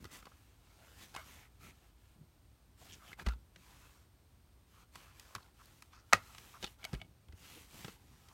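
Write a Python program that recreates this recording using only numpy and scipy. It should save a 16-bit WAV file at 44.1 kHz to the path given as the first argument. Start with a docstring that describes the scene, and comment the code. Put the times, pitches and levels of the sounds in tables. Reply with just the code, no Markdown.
"""In a small, soft, quiet room with a low rumble, a plastic disc case is handled close by on a blanket.
It is picked up, turned over, dropped and snapped open; the cover flops back and loose parts tick.
Rubbing is made from random trains of tiny slips, filtered and swelling with each hand movement.
Ticks and the clasp are short bursts of noise plus ringing plastic; landings are low swings that die away.
The disc is a set of fading sine waves. A short echo surrounds the handling; filtered noise is the room."""
import sys
import numpy as np
from scipy import signal
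from scipy.io import wavfile
from scipy.ndimage import uniform_filter1d

SR = 44100
rng = np.random.default_rng(int(sys.argv[2]) if len(sys.argv) > 2 else 0)


def to_wav(s):
    """Save 16-bit WAV."""
    ch = np.atleast_2d(s).T  # columns
    pcm = np.round(np.clip(ch, -1, 1) * 32767)  # PCM
    wavfile.write(sys.argv[1], SR, pcm.astype(np.int16))


N = 367367

# All levels in the tables are relative: the functions may add an overall level.
# Still room, colour of its noise: (frequency [Hz], level [dB])
AIR_COLOUR = [(12, -52), (22, -25.5), (40, -16.5), (64, 1.5), (120, -5), (171, -15), (213, -17), (320, -18),
              (505, -24.5), (857, -25.5), (1400, -29), (1900, -32), (4000, -33), (7500, -38), (9000, -35.5),
              (10400, -40.5), (12500, -37), (15500, -39.5)]
# Hand movements: (start [s], length [s], fastest moment [share of length],
#                  cloth level [dB], skin on shell level [dB])
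HAND_MOVES = [(0.0, .72, 0.017, -74.5, -66.5), (0.103, 0.12, 0.28, -60.3, -57),
              (0.517, .83, 0.81, -70.5, -64), (0.954, .122, 0.66, -63, -62),
              (1.145, 0.093, .4, -66.5, -50.5), (1.203, 0.29, .3, -65.5, -62),
              (1.437, 0.49, 0.81, -79, -73), (1.591, 0.14, 0.44, -66.5, -58.5),
              (1.95, 0.23, 0.59, -81.5, -70.5), (2.763, 0.3, 0.28, -67, -61.5),
              (2.989, 0.16, 0.81, -67, -57), (3.169, 0.07, 0.63, -66, -50.5),
              (3.246, 0.11, 0.21, -69.5, -49.5), (3.523, 0.58, 0.35, -71, -65.5),
              (4.655, 0.2, 0.82, -74.5, -66), (4.917, 0.26, 0.17, -69, -58.5),
              (5.119, 0.42, 0.21, -70.5, -59), (5.522, 0.42, 0.32, -72.5, -70),
              (5.901, 0.16, .2, -80, -63.5), (6.026, 0.66, 0.64, -66.5, -63.8),
              (6.598, 0.17, 0.12, -65.5, -65), (6.772, 0.28, 0.28, -70.5, -58.5),
              (7.336, 0.38, 0.52, -63, -71), (7.667, .32, 0.45, -61, -71), (7.76, 0.62, 0.92, -74.5, -70.5)]
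# Hands leaning on the mattress: (start [s], length [s], deepest moment [share of length], level [dB])
HAND_PRESSES = [(0.0, 0.1, 0.064, -53), (1.0, 0.055, 0.43, -56.5), (1.60, 0.15, 0.46, -60),
                (2.89, 0.12, .45, -62), (3.17, 0.31, 0.2, -58), (6.9, .28, .15, -60),
                (7.7, 0.84, 0.21, -68)]
# Colour of rubbed cloth: (frequency [Hz], level [dB])
CLOTH_COLOUR = [(100, -3), (350, -1.5), (550, -5.5), (900, -2.5), (1800, -3), (3000, -2), (5000, -5.5),
                (6500, -4.5), (9000, -8), (10400, -10), (12000, -7.5), (15500, -13)]
# Colour of skin on plastic: (frequency [Hz], level [dB])
FINGER_COLOUR = [(100, -6), (500, -3.5), (900, 0.5), (1300, 4.5), (1900, -5.5), (2600, -3), (4500, -13),
                 (9000, -34.5), (15500, -33.5)]
# Colour of shifting padding: (frequency [Hz], level [dB])
BEDDING_COLOUR = [(30, -22), (90, 1.5), (160, -2.5), (300, -7.5), (600, -24), (2000, -40.5)]
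# Ringing tones (modes) of the hollow shell: (frequency [Hz], level [dB])
SHELL_MODES = [(205, -23), (370, -25), (548, -21.5), (785, -9), (865, -17.5), (988, -6.5), (1057, -13),
               (1232, -1.5), (1405, -10.5), (1555, -7), (1755, -11), (1906, -0.5), (2205, -9.5), (2490, -5),
               (2610, -7.5), (2790, -12.5), (3140, -24.5), (3600, -24), (4138, -18), (4400, -19),
               (4565, -21.5), (5085, -13.5), (6390, -17), (6760, -19)]
# Light ticks of nails, cover and clasp: (time [s], level [dB], pitch of the struck spot [Hz],
#                                         ring of that spot [dB], hardness [dB per octave])
LIGHT_TICKS = [(.043, -38.5, 1430, 4, 5.5), (0.053, -36.5, 1324, -11, -0.5), (0.226, -42, 1270, -2, -2),
               (0.255, -40.5, 1036, -3, 1.5), (0.268, -38, 1170, 0, -4), (.316, -47, 1330, 4, -5.5),
               (1.142, -40, 1500, -3, 1), (1.149, -32, 900, 5, 3.5), (1.1628, -27.5, 1080, 2, 2.5),
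               (3.116, -41, 1500, 7, -2), (3.130, -34, 1960, 4, -0.5), (3.196, -32, 1740, 6, -0.5),
               (3.2637, -26, 1310, -13, -1.5), (3.269, -27, 1040, 8, 1), (3.286, -28.5, 1620, -9, -0.5),
               (3.335, -45, 1040, 10, 2.5), (3.560, -41.5, 1830, -7, -0.5), (4.956, -35, 1210, -5, 2),
               (5.197, -38.5, 2940, -13, 7.5), (5.351, -25.5, 1170, 3.5, 4), (5.359, -32.5, 1300, -3, -.5),
               (5.382, -40, 1180, 16, 0), (5.657, -47, 3730, -12, 13), (5.823, -39, 1220, 1, 5),
               (5.933, -45.5, 1200, 12.5, 4), (6.348, -40, 1130, 1, 3), (6.382, -36.5, 2890, -8, 1.5),
               (6.627, -30.5, 2950, -13, 1), (6.632, -33.5, 1000, -7, 0), (6.642, -23.5, 3704, -4.5, -0.5),
               (6.673, -37.5, 2900, -1.5, -1), (6.842, -30, 3100, -14, 2), (6.850, -30.5, 3970, -6, 6),
               (6.931, -35.5, 705, -10, 1), (6.940, -35, 1460, -4, 2), (6.948, -35.5, 2326, -10, -0.5),
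               (7.015, -40, 3610, -7, -0.5), (7.285, -50.5, 896, -.5, 2), (7.324, -46, 1520, -12, -1.5),
               (7.846, -30.5, 1180, -14, -1.5), (7.881, -31.5, 1190, -12.5, -2.5),
               (8.286, -47, 1000, -19.5, 1)]
# Colour of ticks and rattle: (frequency [Hz], level [dB])
TICK_COLOUR = [(60, 7.5), (200, 7), (550, 2), (1200, -2), (2500, -2), (4500, -3), (8000, -13.5),
               (10500, -17), (15500, -26)]
# Stick-slip scrapes and creaks: (start [s], length [s], level [dB], pitch [Hz])
SCRAPES = [(1.006, 0.055, -63, 3760), (1.158, 0.062, -60, 716), (1.264, 0.24, -68.5, 2060),
           (1.615, 0.12, -65.5, 2260), (2.138, 0.12, -59, 141), (2.807, 0.032, -64, 660),
           (2.881, 0.087, -60, 3050), (2.916, 0.044, -58.5, 5790), (2.986, 0.079, -65.5, 1300),
           (4.959, 0.18, -68.5, 1250), (5.414, .027, -70, 4160), (5.581, 0.045, -63, 1226),
           (5.908, .119, -71.5, 5220), (5.918, 0.082, -69.5, 1183), (6.536, 0.045, -57, 1200),
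           (6.62, 0.058, -52, 3675), (7.41, .207, -65.5, 2950), (7.554, 0.04, -62, 330)]
# Soft landings on the mattress: (time [s], swing level [dB], pitch [Hz],
#                                 time to fade by 60 dB [s], puff of the padding [dB])
LANDINGS = [(3.266, -21, 57.7, 0.21, -35.5), (3.267, -29.5, 216.6, 0.054, -50),
            (3.562, -56.5, 179, 0.18, -61), (5.356, -33, 105, 0.05, -45), (6.130, -42.5, 99.5, 0.22, -35),
            (6.632, -66, 188.6, 0.057, -38), (6.931, -23.5, 138, 0.056, -34),
            (6.939, -32.5, 51.9, 0.17, -48), (7.017, -48, 109.3, 0.1, -50), (7.288, -42.5, 71.9, 0.15, -56),
            (7.330, -44, 85.5, 0.14, -53.5), (7.743, -34, 128.3, 0.026, -47.5),
            (7.847, -34, 125, 0.04, -42.5), (7.885, -53, 122, 0.05, -48)]
# Colour of the padding's puff: (frequency [Hz], level [dB])
PUFF_COLOUR = [(40, -19.5), (120, -2), (210, 2), (300, -8.5), (400, -9.5), (600, -18), (1500, -25.5),
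               (5000, -50)]
# The clasp slips, lets go and strikes its lip: (time [s], level [dB], brightness [dB per octave],
#                                                ring of the shell [dB])
CLASP_RELEASES = [(6.1270, -8.5, -2.5, 7), (6.1326, -0.5, 3.45, 5.5), (6.1331, -5, 0.3, -3)]
# Colour of the clasp's crack: (frequency [Hz], level [dB])
CRACK_COLOUR = [(60, -19), (200, -12), (600, -2), (1100, 12.5), (2100, 1.5), (3200, -6.5), (4300, -9.5),
                (6500, -9.5), (9000, -18), (10500, -30), (15500, -27)]
# The disc rocks on its hub: (time [s], level [dB])
DISC_ROCKS = [(6.830, -25.5), (6.843, -40), (6.851, -13), (6.948, -22), (7.001, -32), (7.015, -18),
              (7.046, -39)]
# Ringing tones of the disc on its hub: (frequency [Hz], level [dB], time to fade by 60 dB [s])
DISC_MODES = [(480, -20, .03), (630, -9.5, 0.062), (721, -2.5, 0.021), (2233, 1.5, 0.036),
              (2960, -0.5, 0.0234), (3360, -3, 0.015)]

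AIR_DB = -64.5
WHINE_HZ, WHINE_DB = 8370, -92.5
SPEED_POWER = 0.97  # friction grows with sliding speed to this power
DRAG_DB = -1  # padding dragged along by the sliding cloth
SCRAPE_WIDTH = 0.46  # width of each resonance as a share of its pitch
# Fade constant of a tick's chatter at hardness 0; each HALVING_DB of hardness halves it
CHATTER_S, HALVING_DB = 0.0034, 7.5
LOW_CUT_HZ, EDGE_HZ = 27, 15950
RING = np.arange(8192) / SR  # time axis of one ringing sound [s]
TAPS = 2048  # length of a colour filter [samples]
OCTAVE = np.log2(abs(np.fft.fftfreq(2 * TAPS, 1 / SR)) + 10)  # pitch scale; 10 Hz avoids log of zero


def amp(db):
    """Turns decibels into gain."""
    return 10 ** (np.asarray(db) / 20)


def evened(x):
    """Scales a sound to rms 1."""
    return x / np.sqrt(np.mean(x ** 2) + 1e-20)


def unit(x):
    """Scales a sound to energy 1."""
    return x / np.linalg.norm(x)


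def add(mix, s, sound):
    """Mixes a sound in at time s."""
    part = mix[max(round(s * SR), 0):][:len(sound)]
    part += sound[:len(part)]


def response(points, tilt_db=0):
    """Builds a short filter through (Hz, dB) points; the tilt pivots at 2 kHz and is flat below 0.5 kHz."""
    hz, db = np.transpose(points)
    slope = tilt_db * np.maximum(OCTAVE - 11, -2)
    log_gain = np.log(amp(np.interp(OCTAVE, np.log2(hz), db) + slope))
    # minimum phase: the filter responds at once, with nothing before the blow
    spectrum = np.exp(np.conj(signal.hilbert(log_gain)))
    return unit(np.fft.ifft(spectrum).real[:TAPS])


def colour(x, points, tilt_db=0):
    """Filters a sound through (Hz, dB) points."""
    return signal.oaconvolve(x, response(points, tilt_db))[:len(x)]


def resonate(x, hz, width_hz):
    """Lets one resonance of gain 1 sing out of a sound."""
    return signal.lfilter(*signal.iirpeak(hz, hz / width_hz, fs=SR), x)


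def air():
    """Room rumble, hiss and a faint electric whine, all filtered from one noise."""
    hiss = rng.standard_normal(N)
    whine = resonate(resonate(hiss, WHINE_HZ, width_hz=270), WHINE_HZ, width_hz=270)
    floor = evened(colour(hiss, AIR_COLOUR))
    return amp(AIR_DB) * floor + amp(WHINE_DB) * evened(whine)


def stroke(rows):
    """Gain of hand movements: each speeds up to its fastest moment and slows to rest."""
    power = np.zeros(N)
    for start, length, crest, db in rows:
        progress = np.arange(0, 1, 1 / (length * SR))
        turn = np.interp(progress, [0, np.clip(crest, .02, .98), 1], [0, np.pi / 2, np.pi])
        gain = amp(db) * np.sin(turn) ** SPEED_POWER
        add(power, start, gain ** 2)
    return np.sqrt(power)


def sliding():
    """How hard the hand and case brush the cloth."""
    return stroke([(s, length, crest, cloth_db) for s, length, crest, cloth_db, _ in HAND_MOVES])


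def gripping():
    """How hard the skin rubs the shell."""
    return stroke([(s, length, crest, skin_db) for s, length, crest, _, skin_db in HAND_MOVES])


def slips(per_s, spread_db):
    """A random train of tiny friction slips of uneven size."""
    train = rng.standard_normal(N) * (rng.random(N) < per_s / SR)
    size_db = spread_db * np.minimum(rng.standard_exponential(N), 4)
    return evened(train * amp(size_db))


def wander(x, patchy_db):
    """The contact patch keeps changing, so the colour of a rub drifts at random."""
    z = signal.stft(x.astype(np.float32), nperseg=512)[2]
    patches = uniform_filter1d(rng.standard_normal(z.shape), size=4, axis=0)  # smooth over pitch
    patches = evened(uniform_filter1d(patches, size=16, axis=1))  # smooth over time
    return evened(signal.istft(z * amp(patchy_db * patches))[1][:N])


def cloth(level_db=5):
    """Thousands of threads catch and let go: a fine, bright hiss."""
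    threads = colour(slips(per_s=12000, spread_db=-0.5), CLOTH_COLOUR)
    return amp(level_db) * sliding() * wander(threads, patchy_db=1.5)


def ringing(modes):
    """Fading sine tones after a blow; neighbours swing opposite ways."""
    total = np.zeros(len(RING))
    for k, (hz, db, t60) in enumerate(modes):
        fade = amp(db - 60 * RING / t60)
        total += (-1) ** k * fade * np.sin(2 * np.pi * hz * RING)
    return unit(total)


def shell(t60=.048, damping_hz=7000):
    """The ring of the hollow case; the plastic shortens high tones more than low ones."""
    return ringing([(hz, db, t60 / (1 + hz / damping_hz)) for hz, db in SHELL_MODES])


def fingers(level_db=-5, ring=0.21):
    """Skin slips on the plastic in gritty catches, and the hollow shell colours the sound."""
    drag = wander(slips(per_s=1100, spread_db=0.0), patchy_db=5.5) * gripping()
    body = unit(response(FINGER_COLOUR) + ring * shell()[:TAPS])
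    return amp(level_db) * signal.oaconvolve(drag, body)[:N]


def bedding(level_db=-2):
    """Dull rustle of the padding as weight shifts on it and the cloth drags it along."""
    weight = np.hypot(stroke(HAND_PRESSES), amp(DRAG_DB) * sliding())
    rustle = evened(colour(slips(per_s=1500, spread_db=3.5), BEDDING_COLOUR))
    return amp(level_db) * weight * rustle


def chatter(decay_s, size=8192):
    """Dense micro-contacts that build up quickly and then fade."""
    age = RING[:size] / max(decay_s, 1e-4)
    envelope = np.exp(-age) * (1 - np.exp(-5 * age))
    return unit(rng.choice([-1., 1.], size) * envelope)


def ticks(level_db=11, sharp=0.31, shell_db=-9, width_hz=240):
    """Small contacts ring the struck spot and the whole shell; harder ones are brighter and shorter."""
    out, body = np.zeros(N), shell()[:TAPS]
    for s, db, hz, ring_db, hard_db in LIGHT_TICKS:
        grind = chatter(CHATTER_S * .5 ** (hard_db / HALVING_DB), size=TAPS)
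        contact = colour(sharp * signal.unit_impulse(TAPS) + grind, TICK_COLOUR, hard_db)
        spot = amp(ring_db) * unit(resonate(contact, hz, width_hz))
        whole = amp(shell_db) * unit(signal.fftconvolve(contact, body)[:TAPS])
        add(out, s, amp(level_db + db) * unit(unit(contact) + spot + whole))
    return out


def scrapes():
    """A stuttering contact excites one band of the shell, cover or bed."""
    out, grit = np.zeros(N), slips(per_s=2500, spread_db=2.5)
    for s, length, db, hz in SCRAPES:
        rub = grit[round(s * SR):][:round(length * SR)]
        for _ in range(2):  # two passes sharpen the band
            rub = resonate(rub, hz, SCRAPE_WIDTH * hz)
        fade = signal.windows.tukey(len(rub), .5)
        add(out, s, amp(db) * evened(rub) * fade)
    return out


def thumps(rise_s=0.0053, puff_s=0.0058, puff_gain_db=18.5):
    """The mattress gives in low swings that die away, and a dull puff is pressed from the padding."""
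    out, rise = np.zeros(N), 1 - np.exp(-RING / rise_s)
    for s, db, hz, t60, puff_db in LANDINGS:
        swing = -amp(db - 60 * RING / t60) * rise * np.sin(2 * np.pi * hz * RING)
        puff = unit(colour(chatter(puff_s) * rise, PUFF_COLOUR))
        add(out, s, swing)
        add(out, s, amp(puff_gain_db + puff_db) * puff)
    return out


def clasp(crack_db=5, chatter_db=3.5, decay_s=.001, rattle_db=-9.5, rattle_s=.016):
    """Each release is a sharp crack that sets the shell ringing and its loose parts rattling."""
    out, body = np.zeros(N), shell()
    for s, db, bright_db, ring_db in CLASP_RELEASES:
        crack = response(CRACK_COLOUR, bright_db)
        grind = unit(colour(chatter(decay_s), CRACK_COLOUR, tilt_db=bright_db - 2.5))
        rattle = unit(colour(chatter(rattle_s), TICK_COLOUR, tilt_db=0.5))
        after = amp(ring_db) * body + amp(chatter_db) * grind + amp(rattle_db) * rattle
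        add(out, s, amp(db + crack_db) * crack)
        add(out, s, amp(db) * after)
    return out


def disc(level_db=-4):
    """The loose disc rings each time it knocks against its hub."""
    out = np.zeros(N)
    for s, db in DISC_ROCKS:
        add(out, s, amp(level_db + db) * ringing(DISC_MODES))
    return out


def room(x, wet_db=-21, t60_low=0.19, t60_high=0.13, delay_s=0.0047):
    """A short, soft echo of fading noise whose treble dies first."""
    taps = rng.standard_normal(2 * len(RING))
    t = np.arange(len(taps)) / SR
    low = signal.sosfilt(signal.butter(2, 3000, fs=SR, output="sos"), taps)
    high = .9 * (taps - low)
    tail = low * amp(-60 * t / t60_low) + high * amp(-60 * t / t60_high)
    echo = signal.oaconvolve(x, unit(tail * (t > delay_s)))[:N]
    return x + amp(wet_db) * echo


def scene():
    """All handling sounds in the room, over the bedding and the quiet air."""
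    rubbing = cloth() + fingers() + scrapes()
    knocks = ticks() + thumps() + clasp() + disc()
    return (room(rubbing + knocks) + bedding() + air())[None]


def record(dry):
    """Thins out the deepest bass and removes the highest treble."""
    low_cut = signal.butter(2, LOW_CUT_HZ, "highpass", fs=SR, output="sos")
    thinned = signal.sosfilt(low_cut, dry)
    treble_cut = signal.firwin(511, EDGE_HZ, window=("kaiser", 9), fs=SR)
    return signal.oaconvolve(thinned, treble_cut[None], "same")


dry = scene()
out = record(dry)
to_wav(out)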